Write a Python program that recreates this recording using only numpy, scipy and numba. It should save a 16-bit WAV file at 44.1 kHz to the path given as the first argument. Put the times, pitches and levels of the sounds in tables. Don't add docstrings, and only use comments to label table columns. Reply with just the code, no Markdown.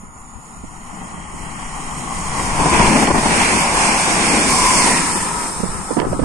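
import sys
import numpy as np
from scipy import signal
from scipy.fft import rfft, irfft, dct
from scipy.io import wavfile
from scipy.ndimage import uniform_filter1d
from numba import njit

SR = 44100
rng = np.random.default_rng(int(sys.argv[2]) if len(sys.argv) > 2 else 0)


def output_pcm(signal):
    pcm = np.clip(np.atleast_2d(signal).T, -1, 1) * 32767
    wavfile.write(sys.argv[1], SR, np.round(pcm).astype(np.int16))


def gain_from_db(level_db):
    decades = np.asarray(level_db, float) / 20
    return 10 ** decades


N = 275434
TIME = np.arange(N) / SR
FREQ = np.fft.rfftfreq(N, 1 / SR) + 1
SPEED_M_S = 33


def unit(x):
    return x / np.sqrt(np.mean(x ** 2))


def curves(table):
    s, *columns = np.transpose(table)
    return [np.interp(TIME, s, c) for c in columns]


def bump(s, length):
    return np.exp(-((TIME - s) / length) ** 2)


def walk(rate):
    k = int(SR / rate)
    held = np.repeat(rng.standard_normal(N // k + 1), k)
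    slewed = uniform_filter1d(uniform_filter1d(held, k), k)
    return unit(slewed[:N])


@njit
def svf(x, hz, width):
    y, b, l = np.empty(len(x)), 0., 0.
    for i in range(len(x)):
        g, k = np.tan(np.pi * hz[i] / SR), width / hz[i]
        v = (b + g * (x[i] - l)) / (1 + g * (g + k))
        b, l, y[i] = 2 * v - b, l + 2 * g * v, k * v
    return y


def gusts(table, trim_db):
    out, age = np.zeros(N + 4000), np.arange(4000) / SR
    for (s, db, hz), noise in zip(table, rng.standard_normal((len(table), 2, 4000))):
        length = 0.014 * (200 / hz) ** 0.46
        rise = np.sin(np.pi / 2 * np.clip(age / 0.0073, 0, 1)) ** 2
        shape = rise * np.exp(-(age / length) ** 2)
        wobble = unit(uniform_filter1d(noise[0], size=150))
        glide = hz * (.85 + .4 * np.exp(-age / .008)) * gain_from_db(2.5 * wobble)
        flap = np.sin(2 * np.pi * np.cumsum(glide) / SR)
        swirl_hz = np.full(4000, 1.63 * hz)
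        swirl = unit(svf(svf(noise[1], swirl_hz, 1.5 * hz), swirl_hz, 1.9 * hz))
        out[int((s - .003) * SR):][:4000] += gain_from_db(db + trim_db) * shape * (flap + 0.37 * swirl)
    return out[:N]


def rattles():
    # time in seconds, peak in dB, brightness in Hz.
    cracks = [
        (5.909, -24, 696),
        (5.971, -10, 830),
        (5.989, -6, 775),
        (6.0008, -6, 2110),
        (6.017, -15, 1500),
        (6.05, -23, 890),
        (6.129, -34, 804),
        (6.195, -15, 700),
        (6.235, -11, 790),
    ]
    out, age = np.zeros(N + 800), np.arange(800) / SR
    for (s, db, hz), noise in zip(cracks, rng.standard_normal((len(cracks), 800))):
        burst = noise * age * np.exp(-age / 0.0024 * (hz / 900) ** 0.36)
        burst[88] -= 3.9 * abs(burst).max() * (hz / 1900) ** 2
        centre_hz, width_hz = np.full(800, 1. * hz), 0.64 * hz * (hz / 900) ** 0.5
        crack = svf(svf(burst, centre_hz, width_hz), centre_hz, width_hz)
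        out[int((s - .002) * SR):][:800] += gain_from_db(db) * crack / abs(crack).max()
    return out[:N]


def wind():
    # time in seconds, peak in dB, pitch in Hz.
    left_gusts = [(.355, -20, 61), (.385, -26, 140), (.568, -29, 90), (1.015, -29, 50), (5.748, -18, 71.6),
                  (5.788, -12, 164), (6.03, -21, 198), (6.067, -5, 250), (6.084, -9, 197), (6.1, -9, 120),
                  (6.115, -13, 129), (6.163, -12, 170), (6.18, -26, 59.6)]
    # time in seconds, peak in dB, pitch in Hz.
    right_gusts = [(0.03, -28.5, 189), (0.083, -31, 169), (0.637, -20.5, 160), (0.929, -28, 190),
                   (1.119, -29, 198), (1.139, -24.5, 168), (1.179, -23, 165), (1.339, -22, 240),
                   (2.15, -24, 245), (5.599, -13, 188), (5.633, -7, 199), (5.654, -15, 168),
                   (5.688, -19, 178), (5.908, -6.5, 310), (5.924, -15, 226), (5.968, -1.5, 316),
                   (5.98, -7, 272), (5.998, -5.5, 309), (6.016, -8, 505), (6.028, -9.5, 366),
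                   (6.038, -17, 410), (6.049, -9, 533), (6.061, -21, 190), (6.114, -13, 180),
                   (6.128, -8, 393), (6.144, -12, 240), (6.193, -4, 250), (6.216, -7, 163),
                   (6.226, -6.5, 204), (6.239, -4, 297)]
    left = gusts(left_gusts, trim_db=-3.5)
    right = gusts(right_gusts, trim_db=1.5) + rattles()
    return np.array([left, right])


def clicks():
    # time in seconds, peak in dB, left minus right in dB.
    ticks = [
        (2.3994, -24, 2),
        (2.83, -12, 6),
        (2.865, -10, 12),
        (2.931, -7, 8),
        (3.0036, -17, 9),
        (3.0694, -12, -18),
        (3.105, -19, 5),
        (3.1767, -30, -12),
        (3.264, -51, -5),
        (3.399, -15, -8),
    ]
    out, age = np.zeros((2, N + 800)), np.arange(800) / SR
    centre_hz = np.full(800, 2000.)
    for (s, db, pan_db), noise in zip(ticks, rng.standard_normal((len(ticks), 800))):
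        strike = noise * age * np.exp(-age / 0.0023)
        tick = svf(svf(strike, centre_hz, 2200.0), centre_hz, 2200.0)
        sides_db = np.array([[pan_db], [-pan_db]]) / 2
        out[:, int(s * SR):][:, :800] += tick / abs(tick).max() * gain_from_db(db - 4.0 + sides_db)
    return out[:, :N]


def thumps():
    # time in seconds, swell in dB, length in seconds.
    strikes = [(2.4, 2.5, 0.011), (2.52, -2, 0.013), (2.596, 3, 0.031), (2.665, 3.5, 0.012),
               (2.73, 2, 0.037), (2.797, 2, 0.028), (2.813, 0, 0.016), (2.966, 4, 0.014),
               (3.002, 2.5, 0.01), (3.029, 4.5, 0.021), (3.079, 4, 0.028), (3.11, 6, 0.019),
               (3.146, 5, 0.032), (3.186, 4.5, 0.02), (3.237, 2.5, 0.019), (3.264, 4.5, 0.015),
               (3.302, 1, 0.026), (3.314, 1, 0.021), (3.35, 0.5, 0.0093), (3.402, 1, 0.036),
               (3.87, 1, 0.03), (4.247, 0.5, 0.023), (4.334, 1.5, 0.035), (4.463, 0, 0.022),
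               (4.764, -1.5, 0.021), (4.879, 1.5, 0.022), (4.978, 1, 0.0097), (5.12, 0.5, .015),
               (5.163, 2, 0.023)]
    swell = np.zeros(N)
    for s, db, length in strikes:
        here = slice(int(s * SR) - 400, int(s * SR) + 3600)
        age = np.clip(TIME[here] - s + 0.0084, 0, 1) / length
        swell[here] += db * 5 * age * np.exp(1 - 5 * age + 2.45 * np.minimum(age, 1))
    return swell


def ringing(hz, width_hz):
    return unit(svf(svf(rng.standard_normal(N), hz, width_hz), hz, width_hz))


def rings(table, width_hz):
    distance_m, sound_m_s = 16, 343
    out = 0
    for passes, hz, loudest, db, length in table:
        along = SPEED_M_S * (TIME - passes)
        heard_hz = hz / (1 + SPEED_M_S / sound_m_s * along / np.hypot(along, distance_m))
        out = out + gain_from_db(db) * bump(loudest, length) * ringing(heard_hz, width_hz)
    return out


def rail_rings():
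    # passes in seconds, pitch at rest in Hz, loudest in seconds, share in dB, length in seconds.
    songs = [
        (2.7, 1010, 2.14, -4, 0.61),
        (2.71, 993, 2.8, -1.5, 0.18),
        (4.705, 1017, 4.677, 5.5, 0.22),
        (4.66, 1040, 5.15, 0, 0.39),
        (3.9, 1200, 4.72, -4, 0.17),
    ]
    return gain_from_db(np.array([[2.1], [-2.6]])) * rings(songs, width_hz=106.0)


def rim_rings():
    # passes in seconds, pitch at rest in Hz, loudest in seconds, share in dB, length in seconds.
    songs = [
        (2.9, 1820, 2.2, -8, 0.51),
        (2.9, 2000, 3.14, -3, 0.15),
        (4.4, 2265, 4.7, -3.5, 0.34),
        (4.3, 2020, 4.94, -1, 0.089),
        (3.4, 2200, 3.42, -6, 0.056),
    ]
    return gain_from_db(np.array([[-.6], [.6]])) * rings(songs, width_hz=260.0)


def roughness(grain_db, per_s, share):
    size_db = grain_db * np.minimum(rng.exponential(size=(2, N)), 3)
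    falls = rng.random((2, N)) < per_s / SR
    grains = falls * gain_from_db(size_db) * rng.standard_normal((2, N))
    return rfft(rng.standard_normal((2, N)) + share * unit(grains))


def ports(colour, excite):
    hz, *columns = np.transpose(colour)
    left_db, right_db, like = (np.interp(np.log(FREQ), np.log(hz), c) for c in columns)
    like = np.clip(like, -.98, .98)
    mid, side = np.sqrt(1 + like) * excite[0], np.sqrt(1 - like) * excite[1]
    return np.array([gain_from_db(left_db) * (mid + side), gain_from_db(right_db) * (mid - side)])


def part(spectra, index):
    edges_hz = (0, 130, 600, 1500, 3650, 22050)
    lo, hi = edges_hz[index], edges_hz[index + 1]
    shape = 1 / np.sqrt((1 + (lo / FREQ) ** 16) * (1 + (FREQ / hi) ** 16))
    both = irfft(spectra * shape, N)
    return both / np.sqrt(np.mean(both.mean(axis=0) ** 2))


def views():
    # time in seconds, where the train is (0 far, 1 coming, 2 alongside, 3 leaving).
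    place = [
        (0, 0),
        (.6, 0.32),
        (1.3, 1),
        (2.2, 1.16),
        (2.7, 2),
        (4.8, 2),
        (5.12, 3),
        (6.25, 3),
    ]
    # pitch in Hz, left port in dB, right port in dB, likeness of the ports from -1 to 1.
    roll_far = [(30.2, 0.5, -3, 0.72), (140, -18, -12.5, 0.88), (214, -7.5, -12.5, 0.91),
                (340, -17.5, -24.5, 0.83), (574, -28, -28, 0.69), (795, -10, -15.5, 0.74),
                (1100, -5.5, -16, 0.6), (1220, -31, -6, 0.25), (1390, -9.5, -18, -0.89),
                (1610, -26.5, -25.5, -0.94), (2000, -27, -19.5, 0.015), (2410, -25, -32, 0.1),
                (3140, -36, -33.5, 0.54), (3596, -43, -43, -0.69)]
    roll_coming = [(33, -9.5, -11.5, 0.89), (120, -19.5, -30.5, 0.98), (180, -1, -2.5, 0.72),
                   (254, -6.5, -9.5, 0.98), (384, -10.5, -19.5, 0.11), (576, -20.5, -17, 0.56),
                   (792, 4.5, -1.5, 0.6), (1105, 5, -1.5, 0.41), (1422, -13.5, -11.5, -0.42),
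                   (1686, -13.5, -19, -1.3), (1935, -16.5, -12.5, 0.54), (2650, -20.5, -21, -0.2),
                   (3210, -20, -19.5, 0.79), (3720, -51.5, -54, 0.53)]
    roll_beside = [(33.6, -11, -16.5, 1), (120, -18.5, -19.5, 0.75), (180, -0.5, -5, 0.97),
                   (240, 1, -2.5, 0.82), (390, -4.5, -9, 0.94), (601, -8.5, -11, 0.57),
                   (792, 1, -2.5, 0.94), (1034, 2, -1, 0.45), (1241, -11, -8, 0.029),
                   (1465, -10, -11, -0.59), (1860, -15.5, -11.5, -0.29), (2322, -11, -10, 0.76),
                   (3003, -17.5, -18, -0.2), (3170, -26, -17.5, 0.053)]
    roll_leaving = [(29.7, -17.5, -12.5, 0.62), (120, -22, -24, 0.39), (188, 5.5, 1, 0.95),
                    (420, 1, -3.5, 0.69), (620, -18, -16, 0.63), (897, -7.5, -6.5, .7),
                    (1000, -2, -10.5, -0.35), (1226, -8, -23, -0.11), (1262, -0.5, -19, 0.053),
                    (1500, -18, -15.5, 0.15), (1750, -7.5, -11.5, 0.0086), (2430, -9.5, -11, 0.42),
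                    (3220, -18.5, -20.5, 0.14), (3450, -25.5, -16.5, -0.63)]
    # pitch in Hz, left port in dB, right port in dB, likeness of the ports from -1 to 1.
    air_far = [(3700, -21.5, -26, -0.3), (5470, -31, -22, 0.3), (5860, -6, -11, -0.29),
               (5900, -23, -28, -0.4), (6450, -29, -26, 0.9), (6610, -5, -4, 1), (7120, -4, 1.5, 1.0),
               (8000, -26, -27, 0.8), (9150, -17, -2, 0.72), (11400, -21, -22, 0.6), (12280, -30, -31, 1.0),
               (13270, -24, -23, 0.8), (14800, -39, -43, -0.3)]
    air_coming = [(3580, -11.5, -11, -0.31), (3900, -16.5, -8.5, -0.45), (5030, -19, -12.5, 0.34),
                  (4930, -16, -9.5, 1), (6220, -10.5, -3, -0.24), (6220, -19, -37, 0.8),
                  (6650, -4.5, -0.5, 1), (7600, -7.5, -5, 0.74), (9100, -12, 1, 0.93),
                  (11160, -17, -17.5, 1), (12700, -25, -26, 0.47), (14200, -32, -32, 0.5),
                  (14800, -36, -50, 0.0)]
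    air_beside = [(3590, -3, -17.5, -1.5), (4270, -13, -6, 0.25), (5190, -3, -1.5, -0.17),
                  (7580, -7, -2.5, 1), (8770, -4.5, 3, 0.82), (9600, -8, -0.5, 0.53),
                  (10700, -17, -14, 0.82), (11880, -21, -18, 0.83), (12830, -24, -26.5, 0.096),
                  (15000, -36.5, -34.5, 1)]
    air_leaving = [(3600, -13, -18, 0.12), (4780, -17, -13, 0.47), (5400, -5, -5, -0.3),
                   (5450, -12.5, -8.5, -0.44), (6300, -11.5, -11, 0.27), (8900, -6, 0, 0.85),
                   (9350, -14.5, -0.5, 0.99), (9800, -8, -14, 1), (10280, -14.5, -14, 0.64),
                   (11840, -21.5, -21.5, 0.21), (15100, -29, -28, 0.61)]
    where, = curves(place)
    rolls = (roll_far, roll_coming, roll_beside, roll_leaving)
    airs = (air_far, air_coming, air_beside, air_leaving)
    ranges = np.zeros((5, 2, N))
    for view, (roll, air) in enumerate(zip(rolls, airs)):
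        excite = roughness(grain_db=2.5, per_s=3000, share=.3)
        share = np.sqrt(np.clip(1 - abs(where - view), 0, 1))
        rolling = ports(roll, excite)
        for k in range(4):
            ranges[k] += share * part(rolling, index=k)
        ranges[4] += share * part(ports(air, excite), index=4)
    return ranges


def breeze():
    # time in seconds, level in dB.
    strength = [(0, -42.5), (.5, -48), (.6, -37), (.85, -41.5), (1.2, -37.5), (2.2, -32.5), (2.5, -29),
                (2.83, -20), (2.92, -26.5), (3.77, -32), (4.71, -30), (5.51, -37), (5.74, -31.5),
                (5.92, -41), (5.98, -30.5), (6.25, -26.5)]
    return curves(strength)


def passing():
    # passes in seconds, then body rumble, rails, wheels and air hiss in dB.
    bogies = [
        (2.862, -16, -18.5, -20, -23.5),
        (3.402, -20.5, -22, -19.5, -22),
        (3.881, -25, -20.5, -21.5, -24),
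        (4.301, -20, -23, -19.5, -23),
        (4.787, -20, -21.5, -19.5, -17.5),
    ]
    # delay in seconds, distance in metres, fading while coming and while leaving (exponents),
    # gain under the bridge in dB.
    carry = [
        (0.039, 5.26, 1.27, 1.26, 1.5),
        (-0.07, 8.26, 1.43, 1, 1),
        (0.0032, 7.76, 1.753, 1.91, 6),
        (-0.023, 9.18, 1.454, 1.425, 1.7),
    ]
    # time in seconds, bass in dB, treble in dB, length in seconds.
    ducks = [
        (1.02, 3.5, -1.5, 0.13),
        (1.256, 1, -2.5, 0.13),
        (1.467, 1, -0.5, 0.15),
        (2.62, -0.5, -1.5, 0.14),
        (3.132, -3, 0, .012),
        (2.996, -1, 1.5, 0.11),
        (3.15, -2.5, -5.5, 0.12),
        (3.69, -0.5, -2, 0.057),
        (5.042, -0.5, -0.5, 0.094),
        (6.044, 2.5, -5.5, 0.051),
    ]
    duck_shares = (.01, .15, .6, .99)
    bridge = bump(1.37, length=0.63)
    bass_db, treble_db = sum(np.outer(db, bump(s, length)) for s, *db, length in ducks)
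    passes, *peaks = np.transpose(bogies)[:, :, None]
    levels = []
    for peak_db, (delay, metres, coming, leaving, bridge_db), share in zip(peaks, carry, duck_shares):
        along = SPEED_M_S * (TIME - passes - delay)
        fading = np.where(along < 0, coming, leaving)
        power = gain_from_db(2 * peak_db) / (1 + (along / metres) ** 2) ** fading
        sway_db = share * treble_db + (1 - share) * bass_db
        levels.append(10 * np.log10(power.sum(axis=0)) + bridge_db * bridge + sway_db)
    return levels


def train():
    levels = [*breeze(), *passing()]
    ranges = views()
    ranges[2] += rail_rings()
    ranges[3] += rim_rings()
    shared, swell = walk(25), thumps()
    common_db, own_db = (.2, .5, .5, .4, .3), (.4, .9, .8, .8, .7)
    thump, trim_db = (.3, 1.01, .8, .4, .15), (1.5, -1.0, -2.0, -2.0, 0.77)
    out = 0
    for k in range(5):
        flicker_db = common_db[k] * shared + own_db[k] * walk(22.126)
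        out = out + ranges[k] * gain_from_db(levels[k] + trim_db[k] + flicker_db + thump[k] * swell)
    return out * gain_from_db(np.array([[0.5], [-0.5]]) / 2)


def scene():
    return wind() + clicks() + train()


def unmasked(spec, scatter_db):
    # pitch in Hz, how far under its loud neighbours a faint partial survives in dB.
    survives = [(1000, 30), (1600, 14), (2500, 13), (3300, 7), (3900, 2), (4600, 6.5), (6200, 4.5),
                (8000, 9.5), (9600, 12), (10500, 5), (11500, -1), (13000, -5), (14800, -6.5)]
    power = uniform_filter1d(spec ** 2 + np.mean(spec ** 2, axis=0), size=2, axis=1)
    patches = unit(uniform_filter1d(rng.standard_normal((spec.shape[1], 128)), size=3, axis=0))
    margin_db = np.interp(np.arange(1024) * SR / 2048, *np.transpose(survives))
    floor_db = scatter_db * np.repeat(patches, 8, axis=1) - margin_db
    near, around = uniform_filter1d(power, size=4, axis=2), uniform_filter1d(power, size=141, axis=2)
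    return near > around * gain_from_db(2 * floor_db)


def starve(x, band_db, frame_db, paired):
    # pitch in Hz, step against the frame's level in dB.
    steps = [(300, -17), (1000, -13), (1500, -11), (2200, -10), (3000, -9), (4000, -9.5), (6000, -9.5),
             (8000, -10), (9300, -11), (10300, -10), (11500, -14), (13000, -20), (14500, -25), (15000, 9)]
    hop, lead = 1024, 1089
    window = np.sin(np.pi * (np.arange(2 * hop) + .5) / 2 / hop)
    padded = np.pad(x, ((0, 0), (lead, 3 * hop)))
    starts = np.arange(0, padded.shape[1] - 2 * hop, hop)
    frames = padded[:, starts[:, None] + np.arange(2 * hop)] * window
    a, b, c, d = np.split(frames, 4, axis=2)
    spec = dct(np.dstack([-c[..., ::-1] - d, a - b[..., ::-1]]), type=4, norm="ortho")
    chance = rng.standard_normal((len(starts), 66))

    def pair(s):
        sum_difference = np.array([s[0] + s[1], s[0] - s[1]]) / np.sqrt(2)
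        return np.where(chance[:, :1] < paired, sum_difference, s)

    spec = pair(spec * unmasked(spec, scatter_db=4.5))
    level = np.sqrt(np.mean(spec[:, :, 64:480] ** 2, axis=(0, 2)))[:, None] + 1e-9
    bands_db = np.interp((np.arange(64) + .5) * SR / 128, *np.transpose(steps))
    step_db = bands_db + frame_db * chance[:, 1:2] + band_db * chance[:, 2:]
    step = level * np.repeat(gain_from_db(step_db), 16, axis=1)
    spec = np.sign(spec) * np.floor((abs(spec) / step) ** .75 + .4054) ** (4 / 3) * step
    p, q = np.split(dct(pair(spec), type=4, norm="ortho"), 2, axis=2)
    frames = np.dstack([q, -q[..., ::-1], -p[..., ::-1], -p]) * window
    out = frames[:, 1:, :hop] + frames[:, :-1, hop:]
    return out.reshape(2, -1)[:, lead - hop:][:, :N]


def band_limit(x):
    return signal.sosfilt(signal.butter(12, 14800, fs=SR, output="sos"), x)


def record(dry):
    rounded = .97 * np.tanh(dry / .97)
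    kept = starve(rounded, band_db=2.5, frame_db=2.0, paired=-.4)
    return band_limit(kept)


dry = scene()
out = record(dry)
output_pcm(out)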